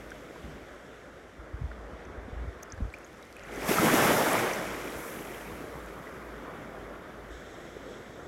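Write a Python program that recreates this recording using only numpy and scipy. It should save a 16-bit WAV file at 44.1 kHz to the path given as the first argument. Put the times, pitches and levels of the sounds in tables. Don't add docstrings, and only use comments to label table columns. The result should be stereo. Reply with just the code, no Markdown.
import sys
import numpy as np
from scipy import signal
from scipy.fft import rfft, irfft, next_fast_len
from scipy.io import wavfile
from scipy.ndimage import uniform_filter1d, map_coordinates

SR = 44100
rng = np.random.default_rng(int(sys.argv[2]) if len(sys.argv) > 2 else 0)


def voltage_ratio(decibels):
    exponent = np.asarray(decibels, float) / 20
    return 10 ** exponent


def bounce(signal):
    frames = np.transpose(np.atleast_2d(signal))
    limited = np.clip(frames, -1, 1)
    pcm = np.round(limited * 32767).astype(np.int16)
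    wavfile.write(sys.argv[1], SR, pcm)


N = 364707

# (t/s, flow level/dB, foam level/dB)
SURGE = [(0, -47.5, -65), (.5, -48, -64.5), (1.3, -51.5, -70.5), (2.15, -47, -70), (2.7, -50, -68.5),
         (3.42, -54, -64.5), (3.655, -37.5, -48.5), (3.69, -35, -39), (3.87, -29, -38), (4.07, -27.5, -38),
         (4.39, -31.5, -42.5), (4.64, -38.5, -50.5), (5.16, -42.5, -59.5), (6.0, -45.5, -65),
         (6.84, -43.5, -67.5), (7.3, -48.5, -68), (7.75, -46.5, -66.5), (8.27, -45.5, -70)]
LOUD_FLOW_DB, LOUD_FOAM_DB = -27, -38


def unit(x):
    return x / np.sqrt(np.mean(x ** 2) + 1e-20)


def along(points, hz):
    f, v = np.transpose(points)
    return np.interp(np.log(hz + 1), np.log(f + 1), v)


def curves(rows):
    s, *cols = np.transpose(rows)
    return [np.interp(np.arange(N) / SR, s, c) for c in cols]


def wobble(rate):
    knots = rng.standard_normal(int(N * rate / SR) + 4)
    return map_coordinates(knots, [np.arange(N) * rate / SR])


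def quiver(rate):
    w = wobble(rate)
    return w - uniform_filter1d(w, size=SR // 8)


def together(*gains):
    return np.sqrt(sum(g ** 2 for g in gains))


def bumps(rows, width):
    t = np.arange(0, N / SR + .01, .005)
    level = together(*[voltage_ratio(db) * np.exp(-.5 * ((t - s) / width) ** 2) for s, db in rows])
    return np.interp(np.arange(N) / SR, t, level)


def filtered(x, response):
    m = next_fast_len(N + 8192)
    return irfft(rfft(x, m) * response(np.fft.rfftfreq(m, 1 / SR)), m)[..., :N]


def add(out, s, sound):
    start = round(s * SR)
    piece = out[..., start:start + sound.shape[-1]]
    piece += sound[..., :piece.shape[-1]]


def aside():
    # (t/s, t/s)
    seaward = (1.38, 7.3)
    t, turn_s = np.arange(N) / SR, .008
    to_sea, back = [np.clip((t - s) / turn_s, 0, 1) for s in seaward]
    return 1 - to_sea + back


def rush(spectrum, lo_hz, hi_hz, patchy_db, grain_db=0):
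    # (f/Hz, likeness 0-1)
    likeness = [(60, 0.96), (160, 0.95), (300, 0.98), (500, 0.81), (800, 0.72), (1300, 0.12), (2200, 0.057),
                (3500, .02)]
    grains = voltage_ratio(grain_db * rng.standard_normal(N // 40 + 1).repeat(40)[:N])
    z = signal.stft(rng.standard_normal((2, N)) * grains, nperseg=512)[2]
    patches = rng.standard_normal(z.shape[1:])
    patches = uniform_filter1d(uniform_filter1d(patches, 6, 0), 10, 1)
    pair = signal.istft(z * voltage_ratio(patchy_db * unit(patches)), nperseg=512)[1][:, :N]

    def band(hz):
        edges = (1 + (lo_hz / (hz + 1)) ** 8) * (1 + (hz / hi_hz) ** 8)
        return voltage_ratio(along(spectrum, hz)) / np.sqrt(edges)

    def spread(hz):
        angle = np.arccos(np.clip(along(likeness, hz), 0, 1)) / 2
        return band(hz) * [np.cos(angle), np.sin(angle)]

    mid, side = filtered(pair, spread)
    return unit(np.array([mid + side, mid - side]))


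def bubble(hz, t60, rise):
    t = np.arange(int(t60 * SR) + 8) / SR
    phase = 2 * np.pi * hz * (t + rise * t * t / t60)
    return np.sin(phase) * voltage_ratio(-60 * t / t60) * (1 - np.exp(-t * hz / 0.81))


def swarm(count, lo_hz, span, cycles, during=(0, N / SR)):
    out = np.zeros((2, N))
    for when, pitch, size, side in rng.random((count, 4)):
        hz = lo_hz * span ** pitch
        s = during[0] + when * (during[1] - during[0])
        level = voltage_ratio(-4 * np.log(size + 0.083) + [[5 * side], [-5 * side]])
        add(out, s, level * bubble(hz, cycles / hz, 0.24))
    return unit(out)


def shore():
    # (t/s, level/dB)
    surf_levels = [(0, -50), (1, -48), (1.45, -53), (2.5, -48), (3.3, -51.5), (4, -33.5), (5, -48.5),
                   (6, -54.5), (7.28, -51), (7.31, -45), (7.6, -48), (7.95, -48.5), (8.27, -51)]
    # (f/Hz, level per Hz/dB)
    surf_colour = [(250, -17), (500, -1), (950, 2.5), (1400, -2), (2100, -15), (2600, -20)]
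    # (f/Hz, level per Hz/dB)
    ribs = [(2600, -4), (3500, -1), (4200, -12), (5000, -12), (5700, -6), (6050, -12), (6500, -2),
            (7100, -15), (7700, -3), (8300, -20), (10000, -28), (14000, -50)]
    usual_db, seaward_db, aside_db = -49, -22, -8.5
    early_db = -6.5
    split_hz, right_lag = 2600, 24

    body_db, = curves(surf_levels)
    early = np.arange(N) < N // 2
    facing_db = seaward_db + (aside_db - seaward_db + early_db * early) * aside()
    hiss_db = usual_db + 0.6 * (body_db - usual_db) + facing_db

    def colours(hz):
        low = along(surf_colour, hz) - 120 * (hz > split_hz)
        high = along(ribs, hz) - 120 * (hz < split_hz)
        return voltage_ratio([low, high])

    body, hiss = filtered(rng.standard_normal((2, N)), colours)
    surf = voltage_ratio(body_db + 1.5 * wobble(11)) * unit(body)
    surf = surf + voltage_ratio(hiss_db + 1.2 * wobble(14)) * unit(hiss)
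    return np.array([surf, voltage_ratio(5.0) * np.roll(surf, right_lag)])


def wave():
    # (f/Hz, level per Hz/dB)
    tumbling = [(80, -11.5), (150, -5), (300, -2), (600, -1.5), (950, -6.5), (1400, -6), (2000, -7.5),
                (2600, -15), (3500, -16.5), (4200, -23.5)]
    # (t/s, thud level/dB)
    plunges = [
        (3.83, -34.5),
        (4.15, -39),
        (0.485, -50),
        (4.9, -54),
        (7.68, -55),
        (8.2, -52),
    ]
    # (t/s, level against the flow/dB)
    run_up = [
        (4.08, -2),
    ]
    roar_db, foam_db = curves(SURGE)
    flow, froth = roar_db - LOUD_FLOW_DB, foam_db - LOUD_FOAM_DB
    thud_db = -35.5 + 1.024 * flow
    wash_db = -28.5 + 1.086 * flow - 5 * aside()
    splash_db = -32 + 0.51 * flow + 0.54 * froth
    raking = together(1.0, bumps(run_up, width=0.038))
    heave = together(voltage_ratio(thud_db), bumps(plunges, width=0.04))
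    surge = wobble(12)
    thud = heave * voltage_ratio(2.5 + 2.0 * surge) * rush(tumbling, 103, 248, patchy_db=0.94)
    roar = voltage_ratio(roar_db + 3.0 + 0.064 * surge) * rush(tumbling, 278, 824, patchy_db=1.15)
    wash = voltage_ratio(wash_db + 4.0 + 0.23 * surge) * rush(tumbling, 907, 1390, patchy_db=1.5, grain_db=1.5)
    splash = voltage_ratio(splash_db + 4.5 + 0.46 * surge) * rush(tumbling, 1810, 5070, patchy_db=1.5, grain_db=1.5)
    large_bubbles = voltage_ratio(wash_db - 18.5) * swarm(count=220, lo_hz=942, span=2.63, cycles=44)
    return thud + roar + raking * (wash + splash) + large_bubbles


def foam():
    # (f/Hz, level per Hz/dB)
    foam_colour = [(3500, -4), (4200, -7), (5500, -1), (7000, -3), (8200, -5), (9500, -6), (10500, -2),
                   (12800, -2), (13600, -4), (14100, -8), (14900, -10), (15800, -8)]
    # (t/s of most bursting, level/dB)
    leftover = [
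        (0.0, -71),
        (5.08, -52),
    ]
    # (t/s, level/dB)
    trickle = [(2.4, -88), (2.75, -84), (3.45, -78), (3.7, -55), (4.3, -52), (4.7, -62), (6.5, -80)]
    gather_db_per_s, fade_db, fade_s = 28, 25.5, 0.88
    spray_db, t = curves(SURGE)[1], np.arange(N) / SR
    late = []
    for s, db in leftover:
        gather = gather_db_per_s * np.maximum(s - t, 0)
        fade = fade_db * (1 - np.exp(-np.maximum(t - s, 0) / fade_s))
        late.append(voltage_ratio(db - gather - fade))
    fresh = voltage_ratio(-38.5 + 1.47 * (spray_db - LOUD_FOAM_DB))
    bursting = together(fresh, *late)
    sputter = wobble(6.8)
    spray = voltage_ratio(spray_db + 4.5 + 0.37 * sputter) * rush(foam_colour, 2500, 8900, patchy_db=1.0, grain_db=1.0)
    fizz = bursting * voltage_ratio(9 + .3 * sputter) * rush(foam_colour, 6300, 17400, patchy_db=.4, grain_db=1.2)
    tiny_bubbles = swarm(count=400, lo_hz=4020, span=2.9, cycles=15, during=(2.4, 6.0))
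    return spray + fizz + voltage_ratio(curves(trickle)[0]) * tiny_bubbles


def boom():
    # (t/s, peak level/dB)
    throbs = [(0.0, -58), (.5, -56), (1.1, -69), (1.5, -62), (1.75, -53), (2.25, -55), (2.98, -65),
              (3.6, -53.5), (4.0, -60), (4.72, -57), (5.3, -58), (5.5, -57), (5.85, -55), (6.33, -55),
              (6.84, -55.5), (7.25, -58), (7.81, -61)]
    turns = np.cumsum(54 + 2.62 * wobble(9.5)) / SR
    level = together(voltage_ratio(-66), bumps(throbs, width=0.11))
    return level * voltage_ratio(6.5 + 1.6 * wobble(8.5)) * np.sin(2 * np.pi * turns)


def wind():
    # (t/s, level/dB)
    breeze_levels = [(0, -62), (.41, -62), (1.45, -65.5), (1.98, -54), (2.5, -60), (3.31, -66), (3.78, -58),
                     (4.17, -70), (4.63, -60), (5.85, -62.5), (7.0, -61.5), (7.67, -59), (8.0, -67),
                     (8.27, -53)]
    # (f/Hz, level per Hz/dB)
    buffet = [(20, -20), (35, -5), (50, 5), (80, 12), (120, 4), (250, -30), (900, -120)]
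    # (t/s, peak level/dB, f/Hz, width/s)
    left_gusts = [(0.449, -37, 70, 0.038), (0.552, -39, 67, 0.018), (1.4, -38, 62, 0.018),
                  (1.546, -27, 80, 0.014), (1.652, -27, 70, 0.033), (1.69, -38.5, 56, .05),
                  (1.795, -43, 72, 0.02), (1.933, -39, 64, 0.04), (2.09, -42, 62, 0.045),
                  (2.185, -33, 64, 0.014), (2.332, -30, 70, 0.0095), (2.371, -29.5, 75, .013),
                  (2.415, -34, 58.7, 0.067), (2.485, -29, 76, 0.023), (2.567, -43, 74, 0.015)]
    # (t/s, peak level/dB, f/Hz, width/s)
    right_gusts = [
        (1.85, -45, 54, 0.035),
        (2.193, -40, 77, 0.013),
        (2.27, -42, 85, .04),
        (2.826, -19.5, 69, 0.012),
        (2.87, -34, 70, .008),
        (2.89, -38, 78, 0.017),
        (4.967, -41.5, 68, 0.023),
        (7.317, -40, 54, 0.026),
        (7.352, -42, 54, 0.012),
    ]
    # (port 0 left 1 right, t/s, peak level/dB, f/Hz)
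    flutter = [(0, 0.44, -44, 129), (0, 1.62, -24, 111), (0, 1.643, -29, 125), (0, 1.6, -37, 110),
               (0, 2.45, -33, 128), (0, 5.53, -36, 115), (0, 8.1, -44, 122), (1, 2.74, -35.5, 90),
               (0, 2.285, -31, 235), (1, 2.787, -32, 83), (1, 2.806, -35, 540), (1, 2.809, -24.5, 213),
               (1, 2.853, -30, 91), (1, 6.792, -43, 112)]
    port_hz, port_width_hz, port_ring_db = 54, 12, 5

    lumps = np.array([wobble(11), wobble(7.1)])
    breeze = filtered(rng.standard_normal((2, N)), lambda hz: voltage_ratio(along(buffet, hz)))
    breeze = voltage_ratio(curves(breeze_levels)[0] + 3.5 + 3.0 * lumps) * unit(breeze)
    edge = unit(filtered(rng.standard_normal(N), lambda hz: hz / 130 / (1 + (hz / 130) ** 3)))
    half = SR // 8
    t = np.arange(-half, half) / SR
    thumps = np.zeros((2, N))
    gusts = [(0, *g) for g in left_gusts] + [(1, *g) for g in right_gusts]
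    gusts += [(*f, 1.44 / f[-1]) for f in flutter]
    for port, s, db, hz, width in gusts:
        swell = np.exp(-.5 * (t / (0.35 * width + 0.00087)) ** 2)
        swing = np.sin(2 * np.pi * hz * t + 2 * np.pi * rng.random())
        rough = 0.16 * edge[round(s * SR) - half:][:len(t)]
        add(thumps[round(port)], s - 1 / 8, voltage_ratio(db + 1.0) * swell * (swing + rough))

    def port_ring(hz):
        damping = 1j * hz * port_width_hz
        return 1 + voltage_ratio(port_ring_db) * damping / (port_hz ** 2 - hz * hz + damping)

    return breeze + filtered(thumps, port_ring)


def pops():
    # (t/s, peak level/dB, f/Hz, extra level on the right/dB)
    single_bubbles = [(.118, -31.5, 1500, 9), (.12, -42, 3100, 0), (.305, -31, 425, -4), (.36, -37, 970, 8),
                      (1.715, -30.5, 1400, -5), (1.716, -37, 1750, -3), (3.89, -19, 1210, 2),
                      (3.74, -27, 2550, 2), (2.052, -45, 6100, 0), (2.630, -29, 6130, -8),
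                      (2.93, -47, 7600, 0), (3.046, -38, 6400, -4), (3.051, -44, 6600, 0),
                      (3.2306, -42, 3730, -2), (3.4356, -39, 6600, 0), (3.45, -38, 1970, 5),
                      (3.495, -34.5, 795, -2), (3.515, -43, 3200, -3), (3.53, -36, 2020, 7),
                      (3.575, -24, 308, 3.5), (3.62, -30, 2350, 4), (3.72, -24, 2800, 4),
                      (3.835, -11, 323, -3), (3.94, -9, 290, 0), (4.535, -23, 5780, -16),
                      (4.875, -32, 2330, 4), (5.346, -37, 3100, -3), (7.765, -24, 392, -2),
                      (3.69, -15, 203, 2), (3.795, -12, 175, 1), (3.822, -14, 310, 2), (3.912, -16, 261, 2),
                   (3.98, -15, 394, 2), (4.037, -13, 397, 2), (4.055, -12.5, 225, 3), (4.05, -15, 845, 5),
                   (4.112, -11, 285, 4), (4.016, -26, 2160, 3), (4.073, -21, 2150, 3),
                   (4.379, -23, 2170, 3), (4.42, -25, 610, 2), (4.477, -29, 2350, 3), (4.512, -22, 534, 2),
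                   (4.5125, -26, 2270, 3), (4.563, -36, 1950, 0), (4.615, -28, 673, 2),
                   (4.662, -37, 2080, 3), (4.696, -37, 2230, 3), (4.738, -38, 2250, 3),
                   (4.993, -38, 2110, 3), (5.08, -39, 2390, 3), (5.279, -41, 2410, 3),
                   (2.951, -42, 2600, 0), (2.976, -45, 2500, 0), (3.065, -47, 3200, 0)]
    # (t/s, peak level/dB, f/Hz, pitch rise 0-1, extra level on the right/dB)
    drips = [(2.7023, -43, 4970, .1, -4), (2.722, -27, 5700, 0.42, -13), (2.778, -41, 1550, .3, 0),
             (2.9396, -30.5, 2300, 0.12, 1), (3.031, -48, 2644, .05, 0), (3.3667, -37.5, 2470, .05, -3),
             (3.71, -13.5, 368, 0.07, -1), (3.784, -13, 1284, 0.02, 2), (5.75, -35, 148, 0.07, 2),
             (6.07, -36, 1980, 0, -3), (7.94, -40, 3250, 0.2, -11)]
    # (t/s, peak level/dB, f/Hz)
    snaps = [(0.1058, -39, 5850), (2.6263, -41, 6260), (2.633, -29.5, 6740), (2.9023, -46, 4090),
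             (2.9386, -45, 4280), (2.9444, -45, 4800), (2.9861, -47, 6670), (3.1303, -57, 4500),
             (3.2066, -60, 5910), (3.2265, -44, 5700), (3.253, -49, 6620), (3.3169, -54, 9500),
             (3.3268, -52, 4720), (3.3662, -43, 6350), (3.3912, -56, 5930), (3.5387, -40, 5800),
             (3.5598, -33, 6220), (3.6087, -46, 5990), (4.1599, -22, 10500), (4.332, -13.5, 10500),
             (4.875, -37, 5990), (5.3454, -44, 12700), (7.2858, -51, 7400)]
    out, t = np.zeros((2, N)), np.arange(200) / SR
    rows = [(s, db, hz, 0.077, right_db, 1) for s, db, hz, right_db in single_bubbles]
    rows += [(*d, 1.73) for d in drips]
    for s, db, hz, rise, right_db, longer in rows:
        t60 = longer * (1 - rise) * 0.022 * (hz / 1000) ** -0.43
        add(out, s, voltage_ratio(db + np.array([[3], [0.5 + right_db]])) * bubble(hz, t60, rise))
    for s, db, hz in snaps:
        ring = np.sin(2 * np.pi * hz * t) * voltage_ratio(-60 * t / 0.0035) * (1 - np.exp(-t / .0003))
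        treble = signal.butter(3, [.8 * hz, min(2.2 * hz, 15000)], "bandpass", fs=SR, output="sos")
        burst = signal.sosfilt(treble, rng.standard_normal(len(t)) * voltage_ratio(-60 * t / 0.0016))
        add(out, s, voltage_ratio(db + 7.5) * (ring + 0.71 * burst))
    return out


def hand():
    # (t/s, level/dB, width/s)
    rubs = [
        (2.0, -62, 0.03),
        (2.12, -74, .015),
        (3.39, -64, .012),
    ]
    t = np.arange(N) / SR
    skin = unit(filtered(rng.standard_normal(N), lambda hz: hz / 4500 / (1 + (hz / 4500) ** 4)))
    level = sum(voltage_ratio(db) * np.exp(-.5 * ((t - s) / width) ** 2) for s, db, width in rubs)
    return [[0], [1]] * skin * level


def ticks():
    # (t/s, peak level/dB, lowest f/Hz, highest f/Hz)
    tick_rows = [(2.7487, -52, 6000, 8000), (2.7782, -48, 3500, 7000), (2.8036, -56, 5000, 7500),
                 (2.9383, -43, 4800, 15000), (2.9444, -46, 7000, 14000), (2.9505, -48, 4500, 8500),
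                 (2.964, -50, 4500, 6500), (2.9857, -42, 4500, 12000), (3.067, -49, 9000, 12000),
                 (3.075, -49, 5000, 7000), (3.1304, -46, 4000, 11000), (3.143, -52, 5500, 7000),
                 (3.173, -48, 7500, 12000), (3.178, -52, 5000, 7000), (3.183, -51, 7500, 8800),
                 (3.2531, -47, 5000, 11000), (3.268, -46, 6000, 8000), (3.272, -47, 2000, 12000),
                 (3.309, -49, 10000, 13000), (3.3269, -38, 4200, 10500), (3.367, -39, 8500, 12500),
                 (3.395, -37, 2000, 6000), (3.413, -51, 6000, 12000), (3.468, -46, 9500, 11500),
                 (3.486, -45, 7000, 14000), (3.5215, -41, 6000, 8000), (3.537, -42, 8500, 13000),
                 (3.615, -38, 6000, 10000), (4.597, -32, 6000, 8500), (4.745, -39, 5500, 7500)]
    out, t = np.zeros((2, N)), np.arange(260) / SR
    for s, db, lo_hz, hi_hz in tick_rows:
        spit = rng.standard_normal(len(t)) * voltage_ratio(-60 * t / .003)
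        band = signal.butter(2, [lo_hz, min(hi_hz, 15500)], "bandpass", fs=SR, output="sos")
        click = signal.sosfilt(band, spit)
        add(out, s, voltage_ratio(db + 1.5) * click[None] / np.abs(click).max())
    return out


def crackle():
    flow_db, foam_db = curves(SURGE)
    gurgle = swarm(count=150, lo_hz=1700, span=1.8, cycles=34, during=(3.38, 3.68))
    grains = swarm(count=600, lo_hz=4200, span=2.3, cycles=12, during=(3.55, 5.8))
    drain = swarm(count=260, lo_hz=1950, span=1.58, cycles=29, during=(4.0, 5.5))
    return voltage_ratio(-71) * gurgle + voltage_ratio(foam_db - 13) * grains + voltage_ratio(flow_db - 20) * drain


def scene():
    # (f/Hz, loss/dB)
    cover_loss = [(60, -3), (150, 2), (500, 3), (1200, 7), (2200, 0), (2700, 8.5), (4000, 10.5), (5500, 15),
                  (7000, 28), (9000, 27), (13000, 63), (15800, 43)]
    # (t/s, samples by which the right port hears it first)
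    near_lead = [(0, -22), (3.62, -16), (3.75, -5), (4.0, 5), (4.4, 4), (4.9, -22), (8.27, -22)]
    height = np.clip(1 + (curves(SURGE)[1] - LOUD_FOAM_DB) / 14, 0, 1)
    near = wave() * voltage_ratio(1.1 * height * quiver(30))
    near = near + foam() * voltage_ratio(1.1 * height * quiver(22))
    lag = np.round(curves(near_lead)[0]).astype(int)
    near[0] = near[0][np.clip(np.arange(N) - lag, 0, N - 1)]
    water = shore() + near + pops() + ticks() + crackle()
    water[1] = filtered(water[1], lambda hz: voltage_ratio(-along(cover_loss, hz)))
    return water + wind() + boom() + hand()


def low_pass(x):
    return signal.sosfilt(signal.butter(12, 16290, fs=SR, output="sos"), x)


def record(dry):
    hiss = filtered(rng.standard_normal(dry.shape), lambda hz: 1 / (1 + (hz / 6000) ** 2))
    mix = filtered(dry + voltage_ratio([[-68], [-64]]) * hiss, lambda hz: hz < 15870)
    return low_pass(mix)


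dry = scene()
out = record(dry)
bounce(out)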